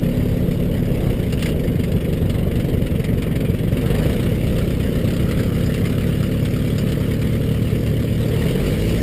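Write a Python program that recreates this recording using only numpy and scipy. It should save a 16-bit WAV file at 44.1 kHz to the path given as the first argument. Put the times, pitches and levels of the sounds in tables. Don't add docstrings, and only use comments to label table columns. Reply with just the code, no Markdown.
import sys
import numpy as np
from scipy import signal
from scipy.io import wavfile
from scipy.ndimage import uniform_filter1d

SR = 44100
rng = np.random.default_rng(int(sys.argv[2]) if len(sys.argv) > 2 else 0)


def unload_audio(sound):
    columns = np.transpose(np.atleast_2d(sound))
    steps = np.round(np.clip(columns, -1, 1) * 32767)
    wavfile.write(sys.argv[1], SR, steps.astype(np.int16))


N = 397782
TIME_S = np.arange(N) / SR

# t/s, blade rate/(passes per s)
BLADE_RATE = [(0.0, 35.38), (0.84, 35.0), (1.28, 28.4), (1.6, 25.52), (1.94, 23.94), (3.44, 21.77),
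              (3.85, 22.2), (4.3, 33.56), (4.53, 34.11), (4.78, 31.95), (5.29, 33.94), (5.89, 34.86),
              (6.09, 36.11), (6.49, 36.04), (7.12, 37.04), (8.35, 38.07), (8.78, 52.8), (9.02, 58.42)]
TAXI_RATE_HZ = 35
# t/s, share/0-1
FACING_SIDE = [(0, 1), (1.0, 1), (2.6, 0.95), (4.6, 0.42), (5.7, 0.57), (6.2, 0.5), (9.02, 0)]

# t/s, level/dB
TURF_LEVEL = [(0, -29.5), (2.2, -28), (3.4, -32.5), (5.5, -27), (6.2, -47), (9.02, -28)]
# t/s, half length/s, extra rumble/dB
HUMPS = [(1.04, .15, 7), (1.6, .12, 5), (2.7, .17, 6), (4.58, .15, 7)]
# f/Hz, level/dB
RUMBLE_SPECTRUM = [(12, -25), (22, -8), (34, -15.5), (46, -2), (60, -16.5), (150, -15.5), (260, -17.5),
                   (500, -17.5), (800, -40), (2000, -74)]

# t/s, level/dB, ringing f/Hz
RATTLES = [(1.3234, -24.5, 2870), (1.3897, -28, 2830), (1.423, -19, 2800), (1.4571, -21, 2140),
           (1.4884, -25.5, 2830), (2.2953, -29, 3320), (2.5555, -30, 2820), (2.596, -30.5, 2820),
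           (3.041, -28, 2350), (3.2196, -27.5, 2260), (4.581, -27, 3130), (5.309, -27, 2000),
           (5.3887, -26.5, 1570), (5.7394, -25, 2700), (5.8538, -25.5, 2160), (6.227, -28, 1300),
           (6.4482, -28, 3480), (6.559, -32, 1290), (6.8877, -27.5, 2960), (7.214, -29, 2880)]
# f/Hz, level/dB
RATTLE_SPECTRUM = [(400, -12), (1000, -3.5), (1400, 2), (2200, 0), (2900, -2.5), (3600, 0), (4300, -2.5),
                   (4900, 1.5), (5600, -5.5)]
RATTLE_RISE_S, RATTLE_DECAY_S, RATTLE_RING, RATTLE_GAIN_DB = 0.0018, 0.013, 0.31, 0.5
SHAKY_S, SHAKE_SHARE, SHAKE_DB, SHAKE_HZ = (1.6, 7.6), .12, (-35.5, -26), (1940, 3240)
# t/s, level/dB
TINKLES = [(4.83, -41), (4.95, -39), (5.08, -50), (5.54, -37), (5.657, -31), (6.225, -39), (6.78, -30)]
TINKLE_HZ = 4940

# f/Hz, level/dB
WASH_SPECTRUM = [(300, -15), (800, -10.5), (1100, -4.5), (1320, -3.5), (1550, -5.5), (1800, 1), (2250, 2),
                 (2550, -3), (2880, 2.5), (3300, -2.5), (3700, -5), (4300, -9.5), (4800, -6.5),
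                 (5500, -8.5)]
# t/s, level/dB
WASH_DRIFT = [(0, -2.5), (.8, -4.5), (2.2, -2), (5.2, 0.7), (7.6, 0), (8.1, -0.5), (9.02, 1.5)]
# t/s, gain/dB
PANEL_BUZZ = [(0, -6.5), (4.4, 1), (5.3, 7), (6.2, 5), (7, 3), (8.3, 0), (9.02, -4)]
PANEL_HZ = 1370

# gust level/dB, knock level/dB
CYCLE = [(-2, -3), (.5, 2.5), (2, -3), (-.5, 1)]
# f/Hz, level/dB
KNOCK_SPECTRUM = [(120, -56.5), (260, -1), (340, 1), (400, 1), (460, 5), (560, -3.5), (640, -11.5),
                  (760, -36.5), (950, -34), (2000, -50)]
# strength/dB, pipe delay/ms
CYLINDERS = [(2, 0), (-3, 3.1), (3, 5.2), (-2, 1.2), (-4, 6.4), (1, 2.3), (-1, .4), (3, 5.8), (-3, 3.9)]
# f/Hz, level/dB
THROB_SPECTRUM = [(20, -43.5), (40, -16), (65, 1.5), (120, 1), (190, -3), (260, -4), (320, -18.5),
                  (470, -15), (600, -22), (780, -44), (1500, -57.5)]
# f/Hz, level/dB
RASP_SPECTRUM = [(400, -24.5), (620, 7), (760, 2.5), (900, -1.5), (1150, -3.5), (1600, -5.5), (3000, -18),
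                 (5500, -46)]
# t/s, half length/s, extra rasp/dB
FLARES = [(1.06, .09, 4), (2.4, 0.16, 3.5), (3.3, 0.1, 4.5), (4.0, .18, 1)]

# f/Hz, level/dB
CABIN_SIDE = [(14, -19), (35, -1.5), (70, -9), (106, -6), (141, -1.5), (176, 3), (211, -16.5), (247, 0),
              (285, -15), (420, -18.5), (565, -20.5), (700, -42.5), (1500, -66)]
# f/Hz, level/dB
CABIN_AHEAD = [(14, -27), (36, -10.5), (58, -0.5), (76, -3.5), (112, 1), (148, -2.5), (185, -1.5),
               (228, -4.5), (275, -7.5), (320, -18.5), (415, -20), (540, -25), (700, -39), (1500, -64)]
# f/Hz, width/Hz
CABIN_MODES = [(140, 36), (245, 45)]

# base level at taxi speed/dB, speed slope/(dB per octave),
# speeding up/(dB per octave/s), slowing down/(dB per octave/s), extra when facing the side window/dB
BLADE_LAW = (-21.5, 5, -1, -3.5, 0.8)
HUM_LAW = (-42.5, 4, 15, 0, -10)
THROB_LAW = (-22.5, -3.5, 1.5, 0, 0)
RASP_LAW = (-48, 2, 6.5, -1, 5)
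KNOCK_LAW = (-30.5, 1.7, 3.5, -4.5, -0.1)
WASH_LAW = (-36, 3, 3.5, 3.5, 0.7)
THROTTLE_LEAD_S, THROTTLE_MOVE_S = 0.057, 0.23
THUMP_LEAD_S, KNOCK_LEAD_S = .012, .004

HOLD_RATE_HZ, BAND_EDGE_HZ = 12000, 15280


def amp(db):
    return 10 ** (np.asarray(db) / 20)


def unit(x):
    return x / np.sqrt(np.mean(x ** 2) + 1e-20)


def steady(x):
    power = uniform_filter1d(uniform_filter1d(x ** 2, size=9000), size=9000)
    return x / np.sqrt(power + 1e-12)


def curves(rows):
    t_s, *columns = np.transpose(rows)
    return [np.interp(TIME_S, t_s, column) for column in columns]


def swells(rows):
    return amp(sum(db * np.exp(-((TIME_S - t_s) / half_s) ** 2) for t_s, half_s, db in rows))


def wander(rate):
    knots = rng.standard_normal(N // 50)
    return unit(np.interp(TIME_S * rate, np.arange(len(knots)), knots))


def colour(x, spectrum):
    hz, db = np.transpose(spectrum)
    size = 8192
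    bins_hz = abs(np.fft.fftfreq(size, 1 / SR))
    log_gain = np.log(amp(np.interp(np.log(bins_hz + 1), np.log(hz), db)))
    response = np.exp(np.conj(signal.hilbert(log_gain)))
    taps = np.fft.ifft(response).real[:size // 2]
    return unit(signal.oaconvolve(x, taps)[:N])


def pass_starts(turns):
    return np.flatnonzero(np.diff(np.floor(turns)) > 0)


def beats(turns, pattern_db, uneven_db, jitter_s, delay_ms=0):
    at = pass_starts(turns)
    size, late = rng.standard_normal((len(at), 2)).T
    step = np.floor(turns[at + 1]).astype(int) % len(pattern_db)
    pattern_delay_ms = delay_ms * np.ones(len(pattern_db))
    delay_s = late * jitter_s + pattern_delay_ms[step] / 1000
    where = np.clip(at + np.round(delay_s * SR).astype(int), 0, N - 1)
    return np.bincount(where, amp(np.asarray(pattern_db)[step] + uneven_db * size), N)


def puffs(clicks, rise_s, decay_s):
    t_s = TIME_S[:SR // 5]
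    shape = (1 - np.exp(-t_s / rise_s)) * np.exp(-t_s / decay_s)
    return signal.oaconvolve(clicks, shape / shape.max())[:N]


def ring_on(x):
    for hz, width_hz in CABIN_MODES:
        r = np.exp(-np.pi * width_hz / SR)
        poles = [1, -2 * r * np.cos(2 * np.pi * hz / SR), r * r]
        x = signal.lfilter(poles[::-1], poles, x)
    return x


def follow(law, speed):
    taxi_db, octave_db, opening_db, closing_db, side_db = law
    octaves = np.log2(speed / TAXI_RATE_HZ)
    change = np.gradient(octaves) * SR
    change = uniform_filter1d(change, size=max(round(THROTTLE_MOVE_S * SR), 1))
    change = np.interp(TIME_S + THROTTLE_LEAD_S, TIME_S, change)
    throttle_db = opening_db * np.maximum(change, 0) + closing_db * np.maximum(-change, 0)
    return amp(taxi_db + octave_db * octaves + throttle_db + side_db * curves(FACING_SIDE)[0])


def add(mix, t_s, sound):
    part = mix[round(t_s * SR):][:len(sound)]
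    part += sound[:len(part)]


def ground():
    lumps = rng.standard_normal(N) * amp(2.5 * wander(14))
    boom = steady(colour(lumps, RUMBLE_SPECTRUM))
    return amp(curves(TURF_LEVEL)[0]) * swells(HUMPS) * boom


def chatter(hz, width_hz, ring, decay_s):
    t_s = TIME_S[:SR // 10]
    impacts = rng.standard_normal(len(t_s)) * (rng.random(len(t_s)) < .2)
    b, a = signal.iirpeak(hz, hz / width_hz, fs=SR)
    sound = unit(unit(impacts) + ring * unit(signal.lfilter(b, a, impacts)))
    attack = 1 - np.exp(-t_s / RATTLE_RISE_S)
    return sound * attack * np.exp(-t_s / decay_s)


def shaken(turns):
    passes_s = TIME_S[pass_starts(turns)]
    chance, size, pitch = rng.random((len(passes_s), 3)).T
    level_db = np.interp(size, [0, 1], SHAKE_DB)
    ring_hz = np.interp(pitch, [0, 1], SHAKE_HZ)
    rows = np.transpose([passes_s, level_db, ring_hz])
    in_stretch = (passes_s > SHAKY_S[0]) & (passes_s < SHAKY_S[1])
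    return list(rows[(chance < SHAKE_SHARE) & in_stretch])


def canopy(turns):
    out = np.zeros(N)
    for t_s, db, hz in list(RATTLES) + shaken(turns):
        add(out, t_s, amp(db) * chatter(hz, width_hz=170, ring=RATTLE_RING, decay_s=RATTLE_DECAY_S))
    out = colour(out, RATTLE_SPECTRUM) * np.std(out) * amp(RATTLE_GAIN_DB)
    for t_s, db in TINKLES:
        add(out, t_s, amp(db) * chatter(TINKLE_HZ, width_hz=140, ring=5, decay_s=.015))
    return out


def wash(turns, speed):
    gust_db = np.transpose(CYCLE)[0]
    clicks = beats(turns + .1, gust_db, uneven_db=1.8, jitter_s=.001)
    gusts = unit(puffs(clicks, rise_s=0.0041, decay_s=0.016)) + 0.77 * speed / TAXI_RATE_HZ
    ticks = (rng.random(N) < 500 / SR) * rng.standard_normal(N)
    air = unit(rng.standard_normal(N) + 0.48 * unit(ticks))
    hz, t_s, bins = signal.stft(gusts * air, SR, nperseg=512)
    patches = uniform_filter1d(rng.standard_normal(bins.shape), size=3, axis=0)
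    patches = unit(uniform_filter1d(patches, size=7, axis=1))
    panel_shape = np.exp(-((hz - PANEL_HZ) / 220) ** 2)
    buzz_db = np.outer(panel_shape, np.interp(t_s, TIME_S, curves(PANEL_BUZZ)[0]))
    octaves = np.log2(np.interp(t_s, TIME_S, speed) / TAXI_RATE_HZ)
    bright_db = np.outer(np.clip((hz - 3000) / 2500, 0, 1), 4 * octaves)
    shaped = bins * amp(2.66 * patches + buzz_db + bright_db)
    rush = signal.istft(shaped, SR, nperseg=512)[1][:N]
    return steady(colour(rush, WASH_SPECTRUM))


def cowling(turns):
    knock_db = np.transpose(CYCLE)[1]
    clicks = beats(turns + .01, knock_db, uneven_db=1.6, jitter_s=.00015)
    shudder = (unit(puffs(clicks, rise_s=.0006, decay_s=.009)) + .85) * rng.standard_normal(N)
    return steady(colour(unit(shudder) - .65 * unit(clicks), KNOCK_SPECTRUM))


def exhaust(turns):
    firings = (turns - .1) * len(CYLINDERS) / len(CYCLE)
    strength_db, pipe_ms = np.transpose(CYLINDERS)
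    clicks = beats(firings, strength_db, uneven_db=3, jitter_s=.0008, delay_ms=pipe_ms)
    gas = (unit(puffs(clicks, rise_s=0.0004, decay_s=0.011)) + 0.76) * rng.standard_normal(N)
    throb = colour(unit(clicks) + .65 * unit(gas), THROB_SPECTRUM)
    return steady(ring_on(throb)), steady(colour(gas, RASP_SPECTRUM))


def hum(turns):
    return unit(np.cos(2 * np.pi * 2 * turns))


def propeller(turns):
    clicks = beats(turns, [0], uneven_db=.9, jitter_s=.00003)
    side = np.clip(curves(FACING_SIDE)[0], 0, 1)
    thump = side * colour(clicks, CABIN_SIDE) + (1 - side) * colour(clicks, CABIN_AHEAD)
    return -steady(ring_on(thump))


def scene():
    speed, = curves(BLADE_RATE)
    turns = np.cumsum(speed) / SR - .09
    thump_turns = turns + speed * THUMP_LEAD_S
    knock_turns = turns + speed * KNOCK_LEAD_S
    throb, rasp = exhaust(thump_turns)
    mix = ground() + canopy(knock_turns)
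    mix += follow(WASH_LAW, speed) * amp(curves(WASH_DRIFT)[0]) * wash(turns, speed)
    mix += follow(KNOCK_LAW, speed) * cowling(knock_turns)
    mix += follow(THROB_LAW, speed) * throb
    mix += follow(RASP_LAW, speed) * swells(FLARES) * rasp
    mix += follow(HUM_LAW, speed) * hum(turns)
    mix += follow(BLADE_LAW, speed) * propeller(thump_turns)
    return mix[None]


def record(dry):
    guard = signal.firwin(61, 5500, fs=SR)
    slow = signal.resample(np.convolve(dry[0], guard, "same"), round(N * HOLD_RATE_HZ / SR))
    held = signal.resample(np.repeat(slow, 4), N)
    band = signal.firwin(511, BAND_EDGE_HZ, window=("kaiser", 9), fs=SR)
    return signal.oaconvolve(held, band, "same")[None]


dry = scene()
out = record(dry)
unload_audio(out)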